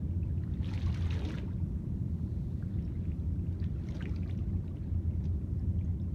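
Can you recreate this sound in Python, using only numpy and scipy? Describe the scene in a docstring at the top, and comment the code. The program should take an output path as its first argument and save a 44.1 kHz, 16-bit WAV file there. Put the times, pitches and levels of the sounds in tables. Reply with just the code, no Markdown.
"""A concrete harbour seawall, with someone fishing from its edge.
Distant engines drone and beat over a steady low rumble and faint air. Water laps below as trapped air
rings in bubbles. Two small waves and a few weaker surges wash along the wall in fizz, gurgle and spray;
single drops plip in and between them. The reel whispers briefly as line rubs on the spool."""
import sys
import numpy as np
from scipy import signal
from scipy.fft import rfft, irfft, next_fast_len
from scipy.io import wavfile
from scipy.ndimage import uniform_filter1d

SR = 44100
rng = np.random.default_rng(int(sys.argv[2]) if len(sys.argv) > 2 else 0)


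def output_pcm(signal):
    """Save a mono or channel-first signal as 16-bit PCM at the path in sys.argv[1].

    Samples are clipped to [-1, 1] before scaling.
    """
    pcm = np.clip(np.atleast_2d(signal).T, -1, 1) * 32767
    wavfile.write(sys.argv[1], SR, np.round(pcm).astype(np.int16))


N = 270941


def undb(db):
    """Decibels to gain."""
    return 10 ** (np.asarray(db) / 20)


def unit(x):
    """Scale to rms 1."""
    return x / np.sqrt(np.mean(x ** 2))


def colour(x, points):
    """Filter x by (freq_hz, gain_db) points; rms 1."""
    hz, db = np.transpose(points)
    size = next_fast_len(N)
    bin_hz = np.maximum(np.fft.rfftfreq(size, 1 / SR), 1)
    gain = undb(np.interp(np.log(bin_hz), np.log(hz), db))
    bass_rolloff = np.minimum(bin_hz / hz[0], 1)
    return unit(irfft(rfft(x, size) * gain * bass_rolloff, size)[:N])


def walk(rate_hz):
    """Random steps, smoothed twice; rms 1."""
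    hold = int(SR / rate_hz)
    steps = np.repeat(rng.standard_normal(N // hold + 1), hold)
    return unit(uniform_filter1d(uniform_filter1d(steps, hold), hold)[:N])


def swell(full_s, rise_s, hold_s, fall_s):
    """Exponential rise to 1 at full_s, hold, exponential fall."""
    t = np.arange(N) / SR - full_s
    rising = np.minimum(t, 0) / max(rise_s, .002)
    falling = np.maximum(t - hold_s, 0) / max(fall_s, .002)
    return np.exp(rising - falling)


def add(out, start_s, sound):
    """Mix sound into out at start_s."""
    i = max(int(start_s * SR), 0)
    out[i:i + len(sound)] += sound[:max(N - i, 0)]


def bubble(hz, cycles, glide):
    """An air pocket rings, above half strength for `cycles`, rising in pitch as it nears the surface."""
    life_s = cycles / hz
    age = np.arange(int(5 * life_s * SR) + 4) / SR / life_s
    envelope = age * np.exp(-2.45 * age)
    pitch_hz = hz * (1 + glide * np.tanh(age - .5))
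    return envelope / envelope.max() * np.sin(2 * np.pi * np.cumsum(pitch_hz) / SR)


def fizz(low_hz, high_hz, cycles, spread_db, count):
    """A crowd of bubbles, each with its own pitch, strength, ring and glide; rms 1."""
    out = np.zeros(N)
    for when, pitch, size, ring, rise in rng.random((count, 5)):
        hz = low_hz + (high_hz - low_hz) * pitch
        ring_cycles = cycles * 2 ** (2 * ring - 1)
        rarity = -np.log(max(size, .05))
        gain = undb(spread_db * rarity) * np.sqrt(hz / ring_cycles)
        add(out, when * N / SR, gain * bubble(hz, ring_cycles, glide=0.12 * rise))
    return unit(out)


# Engine tones: pitch_hz, level_db
ENGINE_TONES = [(60.3, -57), (73.5, -46), (85.3, -39), (93.2, -42.5), (120.3, -51), (170.7, -48.5),
                (186.5, -51), (201.3, -54.5), (332.5, -63.5), (386, -70.5), (403.5, -71)]
# Swell of the deep tones: time_s, gain_db
DEEP_SWELL = [(0, 1), (1.12, 1.5), (1.35, -4.5), (1.6, 1), (1.85, -6.5), (2.1, 1), (2.4, -2.5), (3.55, 1.5),
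              (3.8, -8.5), (4.0, -5), (4.3, 2.8), (4.6, -2), (4.9, -1.5), (5.15, 2.5), (6.1, 2.7)]


def engines(deep_below_hz=130, throb_db=2):
    """Distant engine tones waver and beat; the drone swells and sinks on its way over the water."""
    t = np.arange(N) / SR
    deep_db = np.interp(t, *np.transpose(DEEP_SWELL))
    drone = 0
    for hz, db in ENGINE_TONES:
        phase = 2 * np.pi * (hz * t + rng.random()) + 0.72 * walk(8)
        tone_db = db + 1.7 * walk(13) + (deep_db if hz < deep_below_hz else 0)
        drone = drone + np.sqrt(2) * undb(tone_db) * np.sin(phase)
    return drone * undb(throb_db * walk(18) - 0.5)


# Harbour rumble and air spectra: freq_hz, gain_db
RUMBLE_EQ = [(15, -69.5), (25, -14.5), (48, -8.5), (69, -2), (86, -5), (99, -6.5), (118, -6), (145, -8),
             (180, -9.5), (211, -13.5), (335, -21.5), (393, -29), (429, -34), (599, -38.5), (800, -50),
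             (1040, -70), (1760, -120)]
AIR_EQ = [(500, 5.5), (700, -3), (950, -0.5), (1400, -8), (2000, -12.5), (3000, -17), (4900, -21),
          (5600, -17.5), (7600, -21.5), (9500, -21), (10400, -26.5), (11300, -23), (15500, -26.5)]


def harbour(rumble_db=-36.5, air_db=-68):
    """Steady low rumble under a faint, wavering hiss of air."""
    rumble = undb(rumble_db) * colour(rng.standard_normal(N), RUMBLE_EQ)
    air = undb(air_db + .5 * walk(6.1)) * colour(rng.standard_normal(N), AIR_EQ)
    return rumble + air


# Surges at the wall: arrival_s, rise_s, hold_s, drain_s, splash_db, spray_db, heave_db, bubbles_db
SURGES = [(0.675, 0.055, 0.46, 0.05, -56, -64, -70, -61),
          (1.124, 0.054, 0.262, 0.04, -53.5, -62.5, -47, -64.5),
          (2.784, 0.23, 0.32, 0.069, -72, -97, -63, -72), (3.632, 0.02, 0.015, 0.016, -62.5, -77, -68, -72),
          (3.862, 0.082, 0.27, 0.11, -67.5, -71, -55, -67),
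          (3.949, .003, 0.021, .01, -61.5, -64, -59.5, -68),
          (4.285, .006, .02, 0.065, -65, -67.5, -65, -69), (4.67, .02, 0.17, 0.06, -78, -94, -62, -82),
          (5.24, 0.0059, 0.009, 0.015, -68, -73, -65, -82)]


def waves(calm_splash_db=-78, calm_heave_db=-65, calm_bubbles_db=-77):
    """Gains of splash, spray, heave and bubbles: each surge builds to a crest and drains back to calm."""
    splash, spray, heave, bubbles = undb(calm_splash_db), 0, undb(calm_heave_db), undb(calm_bubbles_db)
    for arrival_s, rise_s, hold_s, drain_s, splash_db, spray_db, heave_db, bubbles_db in SURGES:
        foam = undb(-13) * swell(arrival_s, 0.19, hold_s, 0.14)  # weaker fizz ahead and behind
        contact = np.maximum(swell(arrival_s, rise_s, hold_s, drain_s), foam)
        crest_s = arrival_s + 0.49 * hold_s
        splash = np.hypot(splash, undb(splash_db) * contact)
        spray = np.hypot(spray, undb(spray_db) * contact)
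        heave = np.hypot(heave, undb(heave_db) * swell(crest_s, rise_s=0.15, hold_s=0, fall_s=0.15))
        bubbles = np.hypot(bubbles, undb(bubbles_db) * swell(crest_s, rise_s=0.26, hold_s=0, fall_s=0.3))
    return splash, spray, heave, bubbles


# Heaving water spectrum: freq_hz, gain_db
SLOSH_EQ = [(180, -18), (300, 1), (400, -1.5), (600, -13.5), (750, -16), (950, -15.5), (1400, -38.5),
            (2200, -46)]


def slosh(gain):
    """Large air pockets ring as the water heaves."""
    return gain * colour(fizz(200.1, 1297, cycles=10.4, spread_db=6, count=2400), SLOSH_EQ)


# Open-water bubble spectrum: freq_hz, gain_db
TRICKLE_EQ = [(350, 1), (550, 3.5), (750, 9), (1000, 2), (1400, 1.1), (2100, -1), (2700, -7.5),
              (3300, -12.5), (4200, -12.5), (5500, -16), (7500, -25)]


def trickle(gain, cluster_db=2):
    """Small bubbles keep bursting in clusters: a soft lapping."""
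    bubbles = fizz(400, 6000, cycles=7, spread_db=3.3, count=5000)
    return gain * undb(cluster_db * walk(24) + 0.4) * colour(bubbles, TRICKLE_EQ)


# Splash and spray spectra: freq_hz, gain_db
SPLASH_EQ = [(250, -6.5), (520, 5.5), (720, -8), (950, 0), (1400, -0.5), (2000, 0.5), (2700, -3),
             (3200, -4), (3700, -4.5), (4500, -11), (5500, -20.5), (9000, -33)]
SPRAY_EQ = [(2500, -17.5), (3700, 3.5), (4900, -4.5), (5500, 0.5), (6500, -3), (7500, -12.5), (9300, -12.5),
            (10400, -21), (11500, -15.5), (15500, -28.5)]


def wash(splash_gain, spray_gain):
    """Water breaks on concrete in quick spurts: dense bubbles and spray over a smooth rush."""
    spurts = walk(90)
    splash = fizz(395, 5810, cycles=3.66, spread_db=3, count=14000) + undb(-5) * rng.standard_normal(N)
    spray = fizz(3500, 15000, cycles=5.5, spread_db=6.5, count=6000) + undb(2) * rng.standard_normal(N)
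    return (splash_gain * undb(-2.5 + 1.2 * spurts) * colour(splash, SPLASH_EQ)
            + spray_gain * undb(-6.5 + 2.1 * spurts) * colour(spray, SPRAY_EQ))


# Trapped-air spectrum: freq_hz, gain_db
GURGLE_EQ = [(350, -7.5), (550, 1.5), (800, -1.5), (1200, -6), (1700, -6.5), (2600, -23)]


def gurgle(splash_gain, lag_s=0.046, gain_db=-10):
    """Air folded under by the splash rings a moment later as mid-sized bubbles."""
    t = np.arange(N) / SR
    trapped = np.interp(t - lag_s, t, splash_gain)
    bubbles = fizz(450, 2000, cycles=8, spread_db=4.5, count=2400)
    return trapped * undb(gain_db) * colour(bubbles, GURGLE_EQ)


# Drops and single bubbles: start_s, level_db, pitch_hz, ring_cycles, glide_ratio
PLIPS = [(0.11, -53.5, 2520, 2.7, .08), (0.2303, -50, 2540, 9.9, 0.044), (0.38, -50.5, 2510, 3, .08),
         (0.4362, -46, 1710, 2.3, 0.23), (0.4365, -56, 4100, 6.6, .05), (0.476, -50, 1310, 3.6, .08),
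         (0.5383, -49, 3600, 6.8, .08), (0.572, -51.5, 1890, 4.3, .08), (0.606, -52, 850, 20, .03),
         (0.645, -35.5, 3080, 2.8, .08), (0.6577, -38, 3370, 2.1, .08), (0.6695, -44, 3600, 3.5, .08),
         (0.691, -41, 3000, 2.5, .08), (0.7085, -44, 4130, 3, .08), (0.713, -50, 1310, 10, .08),
         (0.7377, -39, 4200, 3.9, .08), (0.7773, -32, 2420, 1.6, .08), (0.819, -37, 3420, 2.7, .08),
         (0.8325, -41, 3960, 2.5, .08), (0.866, -43, 1100, 7, .05), (0.891, -40, 2300, 2.5, .08),
         (0.9275, -51, 3450, 2.5, .08), (1.024, -35, 3300, 1.6, .08), (1.036, -47, 1180, 10, .08),
         (1.107, -32.5, 2680, 4.5, 0.074), (1.108, -32.5, 3660, 5, .08), (1.129, -39, 2580, 3, .08),
         (1.150, -50, 940, 7.2, .08), (1.188, -41.5, 575, 9.6, 0.15), (1.1935, -37, 3570, 2.3, .08),
         (1.220, -37, 2900, 2, .08), (1.250, -35, 305, 15.5, 0.069), (1.252, -33.5, 3450, 2.5, .08),
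         (1.281, -46, 590, 9, 0.13), (1.2885, -38, 2930, 2.2, .08), (1.305, -35.5, 1500, 3.7, 0.094),
         (1.3062, -37, 2430, 2.6, .08), (1.340, -39, 1740, 3.5, .2), (1.348, -40, 1440, 2.7, .08),
         (1.3615, -53, 5510, 4.6, .05), (1.376, -46, 3500, 2.2, .08), (1.385, -31, 2590, 1.6, 0.073),
         (1.534, -57, 3620, 6.6, .08), (1.584, -56, 2200, 4, .08), (1.598, -57, 920, 12, 0.043),
         (2.6255, -43, 1470, 3.1, .15), (2.7384, -59, 3580, 18, .02), (2.787, -54, 2000, 5, 0.19),
         (2.789, -57, 2660, 8, .05), (2.825, -59, 2050, 5, .08), (2.8255, -59, 5370, 7, .03),
         (2.8494, -56, 5380, 12, .03), (2.878, -56, 2380, 5, 0.27), (2.954, -56, 2060, 10, .03),
         (3.0536, -49, 2310, 2.9, .08), (3.116, -51, 2230, 8, 0.44), (3.198, -59, 3620, 5, .15),
         (3.393, -57, 2560, 6, 0.074), (3.468, -57, 2570, 5, 0.2), (3.601, -47, 4360, 4.1, .08),
         (3.627, -51, 1730, 7, .1), (3.642, -37.5, 3030, 1.4, .08), (3.6625, -52, 3450, 4, .08),
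         (3.8875, -43, 2050, 5.1, 0.073), (3.888, -48, 5600, 4, .08), (3.9095, -48, 3750, 3, .08),
         (3.910, -50, 6370, 6, .05), (3.948, -45, 603, 9, 0.056), (3.969, -43, 4000, 3, .2),
         (4.007, -36, 1700, 5, 0.42), (4.0138, -37, 1550, 6.1, 0.068), (4.025, -35, 2880, 3.6, 0.074),
         (4.026, -52, 6700, 5, .08), (4.056, -29, 2200, 2.6, 0.11), (4.095, -51, 5460, 4, .08),
         (4.136, -49, 1230, 3.5, .1), (4.1612, -42, 4550, 4.4, .08), (4.164, -45, 2410, 4, .08),
         (4.232, -43.5, 2400, 4.3, .08), (4.277, -49, 4070, 3.5, .15), (4.2948, -42, 2050, 5.6, 0.44),
         (4.299, -48, 2600, 5.5, .15), (4.3769, -55, 5700, 6.4, 0.074), (4.3896, -46, 2720, 1.9, .08),
         (4.677, -59, 3800, 10, .03), (4.6804, -48, 2480, 2.1, .08), (4.708, -56.5, 1140, 11.5, .04),
         (4.7695, -52, 2930, 6.1, .06), (5.095, -53, 610, 10, 0.22), (5.11, -57.5, 2650, 7.1, .08),
         (5.134, -59, 2080, 5.4, .08), (5.247, -53.5, 900, 5.6, .08), (5.414, -58.5, 2410, 4.1, .08),
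         (5.5952, -55.5, 5100, 6, .08), (5.791, -51.5, 3070, 4.3, .08), (5.8114, -51.5, 2340, 6, 0.057),
         (5.848, -58.5, 6350, 9, .05), (5.999, -55, 3550, 6, .08), (6.0154, -58, 5250, 11, 0.054)]


def drops(gain_db=-5, satellites=5, satellite_db=-16.5, spread_s=.005, spread_octaves=0.27):
    """Each drop rings a rising plip; fainter satellite bubbles pinch off around it."""
    out = np.zeros(N)
    for start_s, level_db, pitch_hz, cycles, glide in PLIPS:
        add(out, start_s, undb(level_db) * bubble(pitch_hz, cycles, glide))
        for offset, detune in rng.standard_normal((satellites, 2)):
            satellite = bubble(pitch_hz * 2 ** (spread_octaves * detune), cycles=2.2, glide=glide)
            add(out, start_s + spread_s * offset, undb(level_db + satellite_db) * satellite)
    return undb(gain_db) * out


# Droplet tick and fine mist spectra: freq_hz, gain_db
TICK_EQ = [(1200, -10), (2400, -2), (3700, 3), (4800, -11), (5700, -6.5), (7500, -21)]
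MIST_EQ = [(4000, -20), (6500, 5), (9000, 2), (10400, -5), (11800, -8), (15500, -10.5)]


def crackle(spray_gain, tick_db=-5, speck_db=-21.5, speck_count=400):
    """Spray lands as sharp pitched ticks and fine bright specks."""
    ticks = fizz(1500, 7000, cycles=1.8, spread_db=6, count=800)
    specks = np.zeros(N)
    for when, size in rng.random((speck_count, 2)):
        rarity = -np.log(max(size, .05))
        add(specks, when * N / SR, np.array([undb(7 * rarity)]))
    return spray_gain * (undb(tick_db) * colour(ticks, TICK_EQ) + undb(speck_db) * colour(specks, MIST_EQ))


# Spatters on concrete: peak_s, strike_db, decay_s, mist_db
SPATTER_HITS = [(0.7377, -50.5, 0.002, -62), (0.747, -62, .005, -65), (0.862, -52, 0.0044, -75),
                (0.928, -53, .002, -74), (0.946, -46.5, 0.0031, -60), (0.974, -56, .003, -68),
                (1.105, -54, .003, -69), (1.135, -57, 0.015, -68), (1.193, -54, .002, -75),
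                (1.252, -47.5, 0.0041, -73), (1.287, -53, .005, -74), (1.321, -69, .005, -66),
                (1.352, -58, 0.0018, -77), (3.527, -65.5, .003, -80), (3.553, -75, .002, -83),
                (3.642, -63, 0.0024, -72), (3.8887, -56.5, 0.0018, -77), (3.909, -66, 0.002, -75),
                (3.946, -60, .002, -78), (3.954, -58.5, .006, -75), (4.056, -64, .002, -73),
                (4.095, -62, .002, -81), (4.162, -60, 0.0022, -77), (4.2955, -68, 0.0036, -81),
                (4.760, -75, .004, -88), (5.242, -63, .003, -88), (5.255, -59.5, 0.0033, -83)]
# Strike spectrum: freq_hz, gain_db
STRIKE_EQ = [(900, -7), (2000, 7.5), (4000, 8), (6200, 2.5), (7600, -15.5), (9500, -21), (15000, -30)]


def spatters():
    """Flung water strikes the wall and spits a grainy mist."""
    strike, mist = 0, 0
    for peak_s, strike_db, decay_s, mist_db in SPATTER_HITS:
        burst = swell(peak_s, rise_s=.002, hold_s=0, fall_s=decay_s)
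        strike = strike + undb(strike_db) * burst
        mist = mist + undb(mist_db) * burst
    grains = fizz(5000, 15000, cycles=2, spread_db=-1.5, count=9000)
    return strike * colour(rng.standard_normal(N), STRIKE_EQ) + mist * colour(grains, MIST_EQ)


# Line-on-spool spectrum: freq_hz, gain_db
REEL_EQ = [(1500, -28.5), (3000, -8.5), (4100, 1), (5000, -8), (6200, -8.5), (8000, -12), (15000, -17)]


def reel(level_db=-78.5):
    """Line and spool rub softly as the reel speeds up, runs and coasts down."""
    speed = swell(full_s=2.33, rise_s=0.24, hold_s=.2, fall_s=0.28)
    return speed * undb(level_db + 1.1 * walk(25)) * colour(rng.standard_normal(N), REEL_EQ)


def wall_scatter(x, gain_db=-6, early_decay_s=0.014, late_decay_s=.025, ripple_s=.03):
    """Wall and water surface add a short tail that changes with every ripple."""
    t = np.arange(SR // 6) / SR
    decay = np.exp(-t / early_decay_s) + 0.32 * np.exp(-t / late_decay_s)
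    scattered, hop = np.zeros(N), int(ripple_s * SR)
    for i in range(0, N - 2 * hop, hop):
        tail = rng.standard_normal(len(t)) * decay
        frame = x[i:i + 2 * hop] * np.hanning(2 * hop)
        add(scattered, i / SR, signal.fftconvolve(frame, tail / np.linalg.norm(tail)))
    return x + undb(gain_db) * scattered


def scene():
    """Mono mix at the top of the wall."""
    splash, spray, heave, bubbles = waves()
    surface = wash(splash, spray) + trickle(bubbles) + drops() + spatters()
    water = wall_scatter(surface) + gurgle(splash) + slosh(heave)
    return (engines() + harbour() + water + crackle(spray) + reel())[None]


def record(dry, low_hz=36, high_hz=15600, fade_s=.003):
    """Band-limit and fade both ends."""
    highpass = signal.butter(5, low_hz, "high", fs=SR, output="sos")
    lowpass = signal.ellip(10, .2, 80, high_hz, fs=SR, output="sos")
    edge_s = np.minimum(np.arange(N), np.arange(N)[::-1]) / SR
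    fade = np.minimum(edge_s / fade_s, 1)
    return signal.sosfilt(lowpass, signal.sosfilt(highpass, dry) * fade)


dry = scene()
out = record(dry)
output_pcm(out)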